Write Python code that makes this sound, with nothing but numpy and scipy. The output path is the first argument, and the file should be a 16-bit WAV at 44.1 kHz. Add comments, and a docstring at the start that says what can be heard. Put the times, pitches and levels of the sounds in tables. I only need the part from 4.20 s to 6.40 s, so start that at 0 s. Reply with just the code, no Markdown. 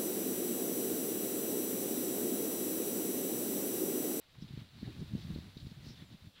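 """In deep snow in the open air, a small dog pounces, digs, pushes its snout in and jumps back.
Friction between grains makes the snow rustle, swish and squeak; packed snow collapses in crunches.
Dull thumps, pressure pulses from plunging paws or wind on the microphone, ride on a low gusty rumble.
Behind them lie two faint high chirps, a steady hiss and a camera's thin whine. The sound is almost mono."""
import sys
import numpy as np
from scipy.fft import rfft, irfft, next_fast_len
from scipy.io import wavfile
from scipy.ndimage import uniform_filter1d, map_coordinates

SR = 44100
rng = np.random.default_rng(int(sys.argv[2]) if len(sys.argv) > 2 else 0)


def output_pcm(signal):
    """Save a mono or channel-first signal as 16-bit PCM at the path in sys.argv[1].

    Samples are clipped to [-1, 1] before scaling.
    """
    pcm = np.clip(np.atleast_2d(signal).T, -1, 1) * 32767
    wavfile.write(sys.argv[1], SR, np.round(pcm).astype(np.int16))


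N = 97020  # 2.2 s
TIME = np.arange(N) / SR


# Envelopes of the rustle: (time [s], relative body level [dB], relative fizz level [dB])
RUSTLE_LEVELS = [(0.0, -72, -84), (0.06, -74.5, -81.5), (0.4, -63.5, -73.5), (0.49, -70.5, -79),
                 (0.67, -63.5, -73), (0.87, -65, -73), (1.14, -62.5, -70.5), (1.33, -67, -75),
                 (1.45, -67.5, -72.5), (1.6, -67.5, -76), (1.67, -64, -70.5), (1.75, -67.5, -75),
                 (1.82, -64, -73), (1.86, -72, -76.5), (1.94, -68, -76), (1.97, -72, -77), (2.07, -69, -75),
                 (2.14, -84.5, -79)]
# Spectrum of the rustle's body: (frequency [Hz], relative level [dB])
BODY_SPECTRUM = [(250, -29), (500, 1), (800, -0.5), (1200, 0), (2000, 1), (3000, 1), (3900, 5.5),
                 (4700, -2.5), (5600, -12.5), (7000, -14), (10000, -22), (16000, -30)]
# Spectrum of its fine fizz: (frequency [Hz], relative level [dB])
FIZZ_SPECTRUM = [(2000, -21), (4500, 11.5), (6500, 2), (9000, 2.5), (12000, 2), (16000, 1.5)]
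# Shoves of paws and snout: (time [s], half-width [s], level [dB], centre [Hz], bandwidth [octaves])
SWISHES = [(0.154, 0.0058, -64.5, 1210, 0.8), (0.228, 0.043, -65, 3560, 0.46),
           (0.286, 0.013, -62.5, 3770, 0.27), (0.623, 0.085, -67, 4300, 0.17),
           (.652, 0.021, -62.5, 1780, 0.27), (0.681, 0.018, -63, 715, 0.22), (0.69, .04, -51.5, 312, 0.27),
           (0.775, 0.067, -55.5, 226, 0.41), (0.805, 0.018, -64.5, 4370, 0.5),
           (0.827, 0.01, -42.5, 275, 0.27), (1.006, 0.064, -60.5, 3750, 0.4),
           (1.51, 0.026, -65.5, 4300, 0.29), (1.683, 0.053, -62, 4700, 0.28),
           (1.773, 0.061, -63, 3680, 0.28), (1.817, 0.028, -64.5, 3460, 0.052),
           (1.805, 0.045, -69, 1880, 0.13), (1.93, 0.025, -66, 3850, 0.39), (2.177, 0.04, -61, 3200, 0.27),
           (2.187, 0.043, -67, 1650, .5)]
# Collapses of packed snow: (time [s], level [dB])
CRUNCHES = [(1.184, -59), (1.371, -54), (1.399, -57), (1.464, -59), (1.683, -61)]

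def snow():
    """Granular friction: loose snow rustles and swishes as it slides; packed snow yields abruptly."""
    body_gain_db, fizz_gain_db, flicker_db = 2.5, 3.5, 1
    crunch_rise_s, crunch_decay_s = 0.0025, 0.016
    body_db, fizz_db = envelopes(RUSTLE_LEVELS)
    body = amp(body_db + body_gain_db) * coloured_noise(BODY_SPECTRUM)
    fizz = amp(fizz_db + fizz_gain_db) * coloured_noise(FIZZ_SPECTRUM)
    for time, half_width, db, centre_hz, octaves in SWISHES:
        body += amp(db) * gaussian(TIME - time, half_width) * band_noise(centre_hz, octaves)
    for time, db in CRUNCHES:
        age = TIME - time
        envelope = np.clip(age / crunch_rise_s, 0, 1) * np.exp(-np.abs(age) / crunch_decay_s)
        body += amp(db) * envelope * band_noise(centre_hz=4060, octaves=0.24)
    grain = unit_rms(amp(flicker_db * wobble(knots_per_s=300)))
    return body * grain + fizz


# Squeaks of the snow: (time [s], half-width [s], level [dB], centre [Hz])
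SQUEAKS = [(0.225, 0.016, -62, 5300), (1.151, 0.0092, -53, 4200), (1.63, 0.039, -76, 6040),
           (1.712, 0.043, -61.5, 5360)]

def squeaks():
    """Random frequency modulation roughens falling tones, perhaps snow rubbing under the paws."""
    sag_hz_per_s, roughness_hz = 3800, 322
    out = np.zeros(N)
    for time, half_width, db, centre_hz in SQUEAKS:
        age = TIME - time
        hz = centre_hz - sag_hz_per_s * age + roughness_hz * wobble(knots_per_s=1300)
        out += amp(db) * gaussian(age, half_width) * tone(hz)
    return out


# Pushes of air: (time [s], level [dB], pitch [Hz], relative crest level [dB], decay length [cycles])
THUMPS = [(0.187, -43, 120, -10, 0.96), (.225, -34, 180, -27, 0.86), (0.245, -41, 190, -26, 1.35),
          (0.309, -38.5, 134, -26, 0.72), (.339, -39, 142, -5.5, 1.9), (0.377, -31.5, 159, -13, 0.7),
          (0.392, -39, 127, -25, 1.1), (0.419, -41, 133, -36, 0.92), (0.631, -29.5, 217, -21, .9),
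          (0.680, -36.5, 124, -6, 0.92), (0.793, -37, 152, -22, 1.16), (0.818, -35.5, 183, -12, 2.4),
          (0.937, -30.5, 178, -36, 1.1), (.953, -26, 208, -17.5, 1), (1.05, -37.5, 165, -30, 1.2),
          (1.106, -32, 189, -23, 2.5), (1.137, -34.5, 122, -37, 0.51), (1.162, -28, 190, -12.5, 0.51),
          (1.188, -34.5, 200, -16, 0.55), (1.261, -42, 191, -19, 0.93), (1.370, -34.5, 174, -9.5, .55),
          (1.430, -39, 101, -10, 0.68), (1.454, -40, 128, -8, 0.97), (1.470, -33.5, 147, -16, 0.54),
          (1.518, -41, 193, -12, 1.4), (1.575, -44, 147, -33, 2.1), (1.667, -40, 237, -26, 0.64),
          (1.679, -41.5, 130, -21, 1.25), (1.707, -41.5, 206, -28, 0.82), (1.826, -44.5, 156, -7, 1.34),
          (1.946, -46, 192, -34, 1.7), (2.026, -47, 96, -13, 1), (2.049, -49.5, 161, -21, 1),
          (2.074, -46, 105, -23, 0.69)]

def thumps():
    """Damped oscillation: each pressure pulse swells fast, sags in pitch and carries a sharper crest."""
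    rise_share, glide, low_cut_hz = 0.4, 0.17, 26
    crest_pitch_ratio, crest_cycles = 1.68, 0.32
    out = np.zeros(N)
    for time, db, hz, crest_db, decay_cycles in THUMPS:
        cycles = (TIME - time) * hz
        width = decay_cycles * np.where(cycles < 0, rise_share, 1)
        swell = np.exp(1 - np.sqrt(1 + (1.76 * cycles / width) ** 2))
        phase_lag = glide * (np.sqrt(1 + cycles ** 2) - 1)
        push = swell * np.cos(2 * np.pi * (cycles - phase_lag))
        crest = np.exp(-(cycles / crest_cycles) ** 2) * np.sin(2 * np.pi * crest_pitch_ratio * cycles)
        out += amp(db) * (push - amp(crest_db) * crest)
    return filtered(out, lambda hz: hz ** 4 / (hz ** 4 + low_cut_hz ** 4))


# Gusts on the microphone: (time [s], level [dB])
GUSTS = [(0, -82.5), (.12, -70), (.19, -58.5), (.25, -53.5), (.28, -59), (.33, -56), (.42, -52.5),
         (.49, -68), (.56, -54), (.60, -55), (.67, -45), (.74, -56.5), (.81, -45.5), (.87, -53.5),
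         (.95, -41), (1.02, -51), (1.11, -43.5), (1.18, -46.5), (1.23, -52.5), (1.28, -49), (1.32, -62.5),
         (1.44, -52), (1.55, -60.5), (1.69, -48), (1.76, -59), (1.82, -53), (1.88, -63.5), (1.93, -50.5),
         (1.98, -73.5), (2.03, -63), (2.08, -54.5), (2.12, -77), (2.2, -66)]
# Spectrum of the wind: (frequency [Hz], relative level [dB])
RUMBLE_SPECTRUM = [(15, -54), (30, -29.5), (55, -2), (95, 5.5), (185, -1.5), (260, -7), (350, -13.5),
                   (500, -27.5), (900, -35.5), (2000, -85)]

def wind():
    """Turbulence: pressure fluctuations at the microphone make a low rumble in short gusts."""
    level_db, = envelopes(GUSTS)
    air = coloured_noise(RUMBLE_SPECTRUM)
    # Dividing by the running rms evens out the noise, so the gusts set its level.
    running_rms = np.sqrt(np.abs(uniform_filter1d(air[0] ** 2, size=900)) + 0.00069)
    return amp(level_db) * air / running_rms


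# Faint high chirps: (time [s], level [dB])
CHIRPS = [(1.422, -79), (1.844, -76.5)]

def chirps():
    """Quadratic frequency sweep: each tone falls and levels off, perhaps a distant bird."""
    length_s, start_hz, end_hz, jitter_hz = 0.061, 8300, 6720, 50
    out = np.zeros(N)
    for time, db in CHIRPS:
        progress = np.clip((TIME - time) / length_s, 0, 1)
        sweep_hz = end_hz + (start_hz - end_hz) * (1 - progress) ** 2
        envelope = np.sqrt(np.abs(np.sin(np.pi * progress)))
        out += amp(db) * envelope * tone(sweep_hz + jitter_hz * wobble(knots_per_s=900))
    return out


# Spectrum of the steady hiss: (frequency [Hz], relative level [dB])
HISS_SPECTRUM = [(60, -1.5), (200, -15), (500, -10.5), (1000, -16.5), (2400, -16), (3800, -10.5),
                 (5200, -21.5), (7500, -32.5), (15500, -33)]
# Faint low-mid noise, independent in left and right: (frequency [Hz], relative level [dB])
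WIDE_NOISE_SPECTRUM = [(30, -13), (120, -17), (350, -3), (600, 5.5), (1200, -4), (2500, -36), (6000, -36)]

def background():
    """Stationary noise floor: the camera's whine and a hiss, slightly widened by uncorrelated noise."""
    hiss = amp(-69) * coloured_noise(HISS_SPECTRUM)
    whine = amp(-91.5) * np.sin(2 * np.pi * 7441 * TIME)
    wide_noise = filtered(rng.standard_normal((2, N)), lambda hz: amp(log_interp(WIDE_NOISE_SPECTRUM, hz)))
    return hiss + whine + amp(-88) * unit_rms(wide_noise)


# Likeness of left and right: (frequency [Hz], correlation [ratio])
STEREO_CORRELATION = [(5900, 1), (8000, .48), (12000, 0.44)]

def stereo_noise(response):
    """Mid-side mixing: noise of rms 1, shaped by a response, mono below and wider in the treble."""
    def mid_side_response(hz):
        angle = np.arccos(log_interp(STEREO_CORRELATION, hz)) / 2
        return response(hz) * np.array([np.cos(angle), np.sin(angle)])
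    mid, side = filtered(rng.standard_normal((2, N)), mid_side_response)
    return unit_rms(np.array([mid + side, mid - side]))


def coloured_noise(spectrum):
    """Spectral shaping: stereo noise that follows (frequency [Hz], relative level [dB]) points."""
    return stereo_noise(lambda hz: amp(log_interp(spectrum, hz)))


def band_noise(centre_hz, octaves):
    """Resonance: stereo noise gathered around one frequency."""
    return stereo_noise(lambda hz: (1 + (np.log2((hz + 1) / centre_hz) / octaves) ** 2 / 2) ** -1.5)


def filtered(x, response):
    """Linear filtering: the spectrum of x times a frequency response."""
    size = next_fast_len(N + SR // 2)
    return irfft(rfft(x, size) * response(np.fft.rfftfreq(size, 1 / SR)), size)[..., :N]


def tone(hz):
    """A sine whose phase is the integral of its frequency."""
    return np.sin(2 * np.pi * np.cumsum(hz) / SR)


def gaussian(age, half_width):
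    """A bell-shaped envelope, 17 dB down at one half-width from its peak."""
    return np.exp(-2 * (age / half_width) ** 2)


def wobble(knots_per_s):
    """A smooth curve through random knots."""
    return map_coordinates(rng.standard_normal(N // 8), [TIME * knots_per_s], mode="mirror")


def envelopes(rows):
    """Linear interpolation to every sample of each column after the time."""
    times, *columns = np.transpose(rows)
    return [np.interp(TIME, times, column) for column in columns]


def log_interp(points, hz):
    """Interpolation of (frequency [Hz], value) points on a logarithmic axis."""
    frequencies, values = np.transpose(points)
    return np.interp(np.log(hz + 1), np.log(frequencies + 1), values)


def amp(db):
    """Decibels to amplitude ratio."""
    return 10 ** (np.asarray(db) / 20)


def unit_rms(x):
    """Normalisation to rms 1."""
    return x / np.sqrt(np.mean(x ** 2) + 1e-20)


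def scene():
    """Superposition in a free field: the sources add, with no echo over the snow."""
    return snow() + squeaks() + thumps() + wind() + chirps() + background()


def record(dry):
    """Band limiting: the camera passes nothing above 15.8 kHz."""
    return filtered(dry, lambda hz: hz < 15800)


dry = scene()
out = record(dry)
output_pcm(out)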